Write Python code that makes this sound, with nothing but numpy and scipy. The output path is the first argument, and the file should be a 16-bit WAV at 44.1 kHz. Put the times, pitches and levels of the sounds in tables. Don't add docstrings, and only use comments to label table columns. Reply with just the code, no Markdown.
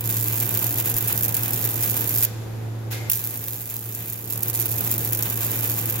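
import sys
import numpy as np
from scipy import signal
from scipy.fft import rfft, irfft
from scipy.io import wavfile
from scipy.ndimage import uniform_filter1d

SR = 44100
rng = np.random.default_rng(int(sys.argv[2]) if len(sys.argv) > 2 else 0)


def persist_wave(psi):
    counts = np.round(np.clip(psi, -1, 1) * 32767).astype(np.int16)
    wavfile.write(sys.argv[1], SR, np.atleast_2d(counts).T)


N = 264600
TIME_S, BIN_HZ = np.arange(N) / SR, np.fft.rfftfreq(N, 1 / SR)
HALF_WAVE_HZ, MAINS_ZERO_S = 120.02, -.0002


def gain_of(db):
    return 10 ** (np.asarray(db) / 20)


def unit_rms(x):
    return x / np.sqrt(np.mean(x ** 2) + 1e-20)


def curve_at(points, hz):
    f, value = np.transpose(points)
    return np.interp(np.log(hz + 1), np.log(f + 1), value)


def wander(rate_hz):
    width = int(SR / rate_hz)
    return unit_rms(uniform_filter1d(uniform_filter1d(rng.standard_normal(N), width), width))


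def coloured(x, spectrum):
    log_gain = np.log(gain_of(curve_at(spectrum, abs(np.fft.fftfreq(4096, 1 / SR)))))
    taps = np.fft.ifft(np.exp(log_gain - 1j * signal.hilbert(log_gain).imag)).real[None, :2048]
    return unit_rms(signal.oaconvolve(x, taps, axes=1)[:, :N])


def echoes(x, t60_s, length_s, gap_samples):
    slots = np.arange(gap_samples, int(length_s * SR), gap_samples)
    at = slots + rng.integers(0, gap_samples, (2, len(slots)))
    taps = np.zeros((2, at.max() + 1))
    np.put_along_axis(taps, at, rng.choice([-1., 1.], at.shape) * gain_of(-60 * at / SR / t60_s), 1)
    taps /= np.linalg.norm(taps, axis=1, keepdims=True)
    return signal.oaconvolve(x, taps, axes=1)[:, :N]


def left_leading(x, samples):
    return np.array([irfft(rfft(x) * np.exp(2j * np.pi * BIN_HZ / SR * samples), N), x])


def impulses(times_s, levels_db):
    train = np.zeros(N)
    train[(times_s * SR).astype(int)] = gain_of(levels_db)
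    return train


def garage(x):
    dull = signal.sosfilt(signal.butter(2, 5700, fs=SR, output="sos"), x)
    return x + gain_of(-14) * echoes(dull, t60_s=1, length_s=.7, gap_samples=22)


# centre in Hz, half width in Hz, gain in dB.
PLATE_BANDS = [(1330, 60, -6), (1450, 60, 2), (1680, 60, 3), (1790, 35, -4), (2080, 90, 3), (2240, 50, -7),
               (2450, 80, 3), (2650, 70, 3), (4250, 90, -5), (4430, 100, 4), (5100, 70, 2.5), (5870, 90, 4)]

def hull(x):
    plate_db = sum(db / (1 + ((BIN_HZ - hz) / width_hz) ** 2) for hz, width_hz, db in PLATE_BANDS)
    early = gain_of(-14) * echoes(x, t60_s=.03, length_s=.012, gap_samples=25)
    return irfft(rfft(x + early) * gain_of(plate_db), N)


def rumble():
    low = signal.sosfilt(signal.butter(3, 75, fs=SR, output="sos"), rng.standard_normal(N))
    return gain_of(-60) * unit_rms(low * gain_of(6 * wander(9)))


# time in seconds, level offset in dB.
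NOISE_DRIFT = [(0, -0.5), (1.5, 1), (2.3, 0.5), (2.8, -3), (3.05, 0.5), (3.2, 0), (4.3, 0), (5, 0),
               (5.7, 1.5)]

def drift_db():
    return np.interp(TIME_S, *np.transpose(NOISE_DRIFT))


# frequency in Hz, relative noise density in dB.
AIR_SPECTRUM = [(20, -32), (35, -18), (55, -12), (90, -1), (140, -3.5), (200, -4.5), (340, -4.5),
                (500, -6.5), (620, -12), (800, -11), (1000, -17), (2000, -22), (6000, -48), (16000, -53)]
# frequency in Hz, left-right correlation.
AIR_CORRELATION = [(30, 0.81), (60, 0.89), (180, 0.75), (550, 0.28), (1650, 0.081), (15000, 0.28)]

def fan_air(burning):
    left, independent = rfft(rng.standard_normal((2, N)))
    alike = curve_at(AIR_CORRELATION, BIN_HZ)
    right = alike * left + np.sqrt(1 - alike ** 2) * independent
    air = irfft(np.array([left, right]) * gain_of(curve_at(AIR_SPECTRUM, BIN_HZ)), N)
    return gain_of(-38 + 1.45 * burning + wander(3.3) + drift_db()) * unit_rms(air)


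# harmonic number, relative level in dB, phase in radians.
FAN_PARTIALS = [(1, 0, -2.3), (3, -20, 0)]

def fan_drone(pitch_hz=111.89):
    phase = 2 * np.pi * pitch_hz * TIME_S + .22 * wander(1.5)
    tone = sum(gain_of(db) * np.cos(k * phase + rad) for k, db, rad in FAN_PARTIALS)
    return tone * gain_of(.91 * wander(13))


# multiple of the mains frequency, relative level in dB, phase in radians.
HUM_PARTIALS = [(1, -27, -2), (2, -8.5, .5), (3, -15.5, 2.1), (4, -18, -.3), (5, -19.5, 1.1),
                (7, -21.5, 2.2), (8, -23.5, 1.8)]

def transformer(burning):
    phase = np.pi * HALF_WAVE_HZ * (TIME_S - MAINS_ZERO_S)
    hum = sum(gain_of(db + 2.1 * wander(15)) * np.cos(k * phase + rad) for k, db, rad in HUM_PARTIALS)
    return (.18 + .6 * burning) * hum


# centre in seconds, peak level in dB.
LOW_THUMPS = [(.955, -36), (3.104, -34)]

def thumps(half_width_s=.011):
    return sum(gain_of(db) * np.exp(-((TIME_S - s) / half_width_s) ** 2) for s, db in LOW_THUMPS)


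# frequency in Hz, relative noise density in dB.
JET_SPECTRUM = [(500, -7), (1000, -2.5), (2000, 2.5), (4000, -3), (8000, -7.5), (12000, -7), (16500, -31)]

def shielding_gas(valve_s=2.905):
    break_s, restrike_s = ARC_RUNS[0][1], ARC_RUNS[1][0]
    arc_out = (TIME_S > break_s) & (TIME_S < restrike_s)
    afterflow = gain_of(-37 - 10 * np.log10(1 + abs(TIME_S - break_s) / .0088))
    open_s = np.maximum(TIME_S - valve_s, 0)
    opening = np.minimum(open_s / .023, 1)
    puff = opening * (gain_of(-32) * np.exp(-open_s / .04) + gain_of(-53.5))
    jet = coloured(rng.standard_normal((2, N)), JET_SPECTRUM)
    nozzle = signal.iirpeak(2140, Q=28, fs=SR)
    whistle = unit_rms(signal.lfilter(*nozzle, rng.standard_normal((2, N))))
    whistle *= np.minimum(open_s / .03, 1) ** 2 * gain_of(-43.5 - 14 * open_s)
    highpass = signal.butter(2, 9000, "high", fs=SR, output="sos")
    edge = unit_rms(signal.sosfilt(highpass, rng.standard_normal((2, N))))
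    edge *= opening * gain_of(-32) * np.exp(-open_s / .023)
    return arc_out * ((afterflow + puff) * jet + edge + whistle)


def rising_chirp(start_s=3.0985, start_hz=2600, rise_hz_per_s=90000, t60_s=.025):
    age_s = np.clip(TIME_S - start_s, 0, .1)
    cycles = (start_hz + .5 * rise_hz_per_s * age_s) * age_s
    return gain_of(-15 - 60 * age_s / t60_s) * np.sin(2 * np.pi * cycles)


# frequency in Hz, relative noise density in dB.
SIZZLE_SPECTRUM = [(500, -10.5), (900, 2.5), (1400, 0.5), (2100, 3), (3000, -0.5), (5000, -11.5),
                   (8000, -6.5), (16500, -5.5)]

def sizzle(burning):
    flutter_db = 2.33 * wander(61) + 1.73 * wander(44)
    shared, *sides = rng.standard_normal((3, N))
    noise = coloured(.8 * left_leading(shared, samples=8.74) + np.array(sides), SIZZLE_SPECTRUM)
    return noise * gain_of(-39 + flutter_db + drift_db()) * burning


# strike in seconds, break in seconds.
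ARC_RUNS = [(-2, 2.256), (3.095, 9)]
# start in seconds, end in seconds, level offset in dB.
ARC_FALTERS = [(4.145, 4.286, -1.5)]

def arc_level_db():
    level_db = np.full(N, -120.)
    for strike_s, break_s in ARC_RUNS:
        surge_db = 10.5 * np.exp(-abs(TIME_S - strike_s) / .17)
        swell_db = 4 * np.exp(-abs(break_s - TIME_S) / .42)
        lit = (TIME_S > strike_s) & (TIME_S < break_s)
        level_db = np.where(lit, -25.5 + surge_db + swell_db, level_db)
    for start_s, end_s, db in ARC_FALTERS:
        level_db += db * ((TIME_S > start_s) & (TIME_S < end_s))
    return level_db


def half_wave_index(times_s):
    return np.round((np.array(times_s) - MAINS_ZERO_S) * HALF_WAVE_HZ).astype(int) - 1


MISFIRES_S = [.017, .025, .033, .083, .417, .483, .5, .567, .75, .817, .833, .933, 1.0, 1.033, 1.066, 1.133,
              1.216, 1.275, 1.316, 1.333, 1.358, 1.4, 1.466, 1.475, 1.5, 1.516, 1.666, 1.683, 1.75, 1.95,
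              2.05, 4.149, 4.366, 4.383, 4.399, 4.466, 4.516, 4.524, 4.674, 4.799, 4.816, 4.974, 5.116,
              5.166, 5.199, 5.216, 5.316, 5.349, 5.382, 5.616, 5.849, 5.916, 5.949, 5.974]
# start in seconds, relative level in dB.
ACCENT_CRACKS = [(0.1, -24), (0.1676, -22.5), (0.173, -25), (0.283, -24), (0.4005, -20.5), (.408, -24),
                 (.4327, -24), (0.4917, -27), (0.541, -22), (0.5492, -24), (.558, -26), (0.5727, -24),
                 (.625, -21), (0.642, -19), (0.666, -19.5), (0.708, -22), (0.783, -20), (.799, -19.5),
                 (0.858, -20.5), (0.8928, -23), (0.8984, -20.5), (0.966, -19), (0.9833, -20),
                 (1.0413, -23.5), (1.0746, -22), (1.082, -18), (1.1255, -16.5), (1.176, -20), (1.209, -22),
                 (1.2326, -16.5), (1.242, -17), (1.249, -20), (1.282, -20.5), (1.3429, -17), (1.3493, -21),
                 (1.367, -18), (1.433, -21), (1.481, -26), (1.533, -16), (1.592, -32), (1.6416, -21),
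                 (1.65, -18), (1.658, -21), (1.8252, -19.5), (1.833, -17), (1.8404, -21), (1.875, -22),
                 (1.8978, -22), (1.915, -23), (1.966, -20.5), (2.016, -25), (2.0917, -19), (2.108, -24),
                 (2.126, -29), (2.1492, -19.5), (2.174, -18), (2.183, -18), (2.1907, -20), (2.2076, -21),
                 (2.216, -23), (2.2252, -15.5), (2.2326, -16), (2.241, -19), (2.2493, -16), (3.0984, -2),
                 (3.1066, -27), (3.1163, -6.5), (3.121, -14), (3.1328, -12), (3.139, -20), (3.149, -21),
                 (3.156, -18), (3.1727, -18), (3.1825, -22), (3.206, -25), (3.225, -29), (3.242, -28),
                 (3.2556, -22), (3.272, -24), (3.44, -24), (3.474, -23), (3.483, -21), (3.5326, -23),
                 (3.5738, -31), (3.6159, -24), (3.6573, -27), (3.699, -20), (3.7075, -24), (3.7406, -21),
                 (3.767, -32), (3.841, -31), (3.89, -24), (3.924, -24), (3.9496, -19.5), (3.957, -24),
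                 (4.058, -24.5), (4.082, -24), (4.099, -18.5), (4.1248, -24), (4.1316, -21), (4.3, -22),
                 (4.307, -22), (4.324, -18), (4.333, -20.5), (4.3574, -24), (4.3752, -19), (4.431, -15.5),
                 (4.482, -19), (4.499, -20), (4.549, -20), (4.599, -20), (4.6155, -23), (4.657, -16),
                 (4.715, -20), (4.782, -22), (4.8077, -20), (4.847, -24), (4.914, -17), (4.9239, -23),
                 (4.98, -19), (5.049, -22), (5.124, -22), (5.1317, -19), (5.149, -22), (5.173, -23),
                 (5.1907, -23), (5.2254, -22.5), (5.232, -25), (5.241, -28), (5.2997, -23), (5.3738, -21),
                 (5.4156, -25), (5.431, -23), (5.447, -20.5), (5.465, -22), (5.49, -30), (5.515, -20.5),
                 (5.632, -24), (5.698, -22), (5.716, -24), (5.782, -24), (5.898, -22)]

def ignitions(level_db):
    count = np.arange(1, int(HALF_WAVE_HZ * N / SR))
    times_s = MAINS_ZERO_S + count / HALF_WAVE_HZ
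    weak_polarity = count % 2 == 0
    jitter, spread = rng.standard_normal((len(count), 2)).T
    force_db = np.where(weak_polarity, -5 + 2 * spread, -.1 + 2.6 * spread)
    force_db[half_wave_index(MISFIRES_S)] = -30
    blow_db = level_db[(times_s * SR).astype(int)] + np.minimum(force_db, 2.5)
    times_s = times_s - .0012 * weak_polarity + .00045 * np.clip(jitter, -2, 2)
    accent_s, accent_db = np.transpose(ACCENT_CRACKS)
    accented = np.clip(half_wave_index(accent_s), 0, len(count) - 1)
    times_s[accented], blow_db[accented] = accent_s, accent_db
    return impulses(times_s, blow_db)


def brighten_strong(cracks, blows):
    body = signal.oaconvolve(cracks, signal.firwin(101, 8500, fs=SR)[None], "same")
    latest = blows[np.maximum.accumulate(np.arange(N) * (blows > 0))]
    usual = abs(uniform_filter1d(blows, size=2600)) * SR / HALF_WAVE_HZ
    fullness = np.clip((usual + 1e-9) / (latest + 1e-9), .1, 3) ** .35
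    return cracks + (fullness - 1) * body


# start in seconds, relative level in dB.
SPATTER = [(.1672, -14), (.4922, -6), (.5505, -13), (.5747, -2), (1.4813, -7), (1.5926, -13), (1.8989, -14),
           (2.1252, -10), (2.234, -11), (2.2512, -5), (3.1005, -8), (3.119, 0), (3.241, -3), (3.2742, -5),
           (3.441, -12), (3.5743, -11), (3.616, -11), (3.6575, -11), (3.7078, -10), (3.7662, -8),
           (3.8412, -12), (3.9244, -11), (4.5993, -12), (4.7907, -13), (4.9155, -10), (4.9243, -10),
           (5.0486, -11), (5.133, -9), (5.1499, -8), (5.2254, -10), (5.2321, -11)]
# frequency in Hz, relative noise density in dB.
CRACK_SPECTRUM = [(900, -14), (2000, -8), (4000, -9.5), (7000, -3.5), (12000, 1.5), (16500, -1)]

def arc_cracks(blows):
    age_s = np.arange(900) / SR
    snap = 1.44 * np.exp(-age_s / .00035)
    sputter = .33 * (1 - np.exp(-age_s / .00029)) / (1 + (age_s / .0037) ** 4)
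    tail = .72 * (1 - np.exp(-age_s / .00089)) * np.exp(-age_s / .0029)
    train_rms = np.sqrt(np.sum((snap + sputter) ** 2 + tail ** 2) * HALF_WAVE_HZ / SR)
    spits = impulses(*np.transpose(SPATTER))
    attacks = signal.oaconvolve(blows, (snap + sputter) / train_rms)[:N]
    attacks += signal.oaconvolve(spits, np.exp(-age_s / .00025))[:N]
    tails = signal.oaconvolve(blows, tail / train_rms)[:N]
    shared, *sides = unit_rms(gain_of(3.5 * wander(1700)) * rng.standard_normal((3, N)))
    cracks = attacks * (.66 * left_leading(shared, samples=1.33) + .5 * np.array(sides)) + 2.5 * spits
    shared, *sides = rng.standard_normal((3, N))
    cracks += tails * (.83 * left_leading(shared, samples=1.33) + 1.21 * np.array(sides))
    cracks += gain_of(-19) * echoes(cracks, t60_s=.18, length_s=.3, gap_samples=22)
    level = gain_of(-7) * np.sqrt(np.mean(cracks ** 2))
    return brighten_strong(level * coloured(cracks, CRACK_SPECTRUM), blows)


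def scene():
    level_db = arc_level_db()
    burning = uniform_filter1d((level_db > -100) * 1., 200)
    torch = arc_cracks(ignitions(level_db)) + sizzle(burning) + shielding_gas()
    welding = garage(hull(torch))
    pan = gain_of([[-.4], [.4]])
    drone = gain_of(-28.5) * pan * (fan_drone() + transformer(burning))
    return welding + drone + fan_air(burning) + thumps() + rising_chirp() + rumble()


def gain_control(x, trip_db=-8, hold_s=1.124, recover_s=.17, limit_db=-5.5, release_db_per_s=198):
    power = (x ** 2).mean(0)

    def level_db(samples):
        return 10 * np.log10(abs(uniform_filter1d(power, samples)) + 1e-12)

    pole = np.exp(-1 / (.55 * SR))
    creep_db = -.29 * signal.lfilter([1 - pole], [1, -pole], level_db(2000) + 26)
    overload = level_db(330) + creep_db > trip_db
    since_s = TIME_S - np.maximum.accumulate(np.where(overload, TIME_S, -99))
    duck_db = 7 * np.exp(-np.maximum(since_s - hold_s, 0) / recover_s)
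    release_db = release_db_per_s * TIME_S
    peak_db = np.maximum.accumulate(level_db(200) + creep_db + release_db) - release_db
    excess_db = np.maximum(peak_db - limit_db, 0)
    return x * gain_of(.9 + creep_db - uniform_filter1d(duck_db + excess_db, size=100))


# frequency in Hz, left gain in dB, right gain in dB.
PORT_RESPONSE = [(300, -.4, .4), (600, 1, -.5), (1000, 1, -.5), (1600, .5, -.5), (2300, .5, -3),
                 (3200, -.5, 2.5), (3700, 5, 2.5), (4300, 2.5, 3), (5500, 2.5, 1.5), (6600, 3, 4.5),
                 (6950, 8.5, 5), (7600, 5, 2.5), (8200, -2, -3), (8600, -4, 3.5), (9100, -3.5, 8),
                 (9600, -1.5, 5.5), (10000, -5, 5), (10700, 1, 7.5), (11300, .5, 0), (12150, 5.5, 15),
                 (12450, 5.5, 12.5), (12750, 9, 17), (13050, 10, 12.5), (13350, 7, 15), (13900, 9, 12),
                 (14400, 10, 9), (14800, 11.5, 11.5), (15200, 10.5, 8), (15550, 15, 9), (15800, 12, 8)]

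def record(dry):
    hz, *sides_db = np.transpose(PORT_RESPONSE)
    port_db = np.array([curve_at(np.transpose([hz, db]), BIN_HZ) for db in sides_db])
    picked_up = irfft(rfft(dry) * gain_of(port_db), N)
    rounded = .9 * np.tanh(gain_control(picked_up) / .9)
    lowpass = signal.firwin(1501, 15840, window=("kaiser", 9), fs=SR)
    return signal.oaconvolve(rounded, lowpass[None], "same")


dry = scene()
out = record(dry)
persist_wave(out)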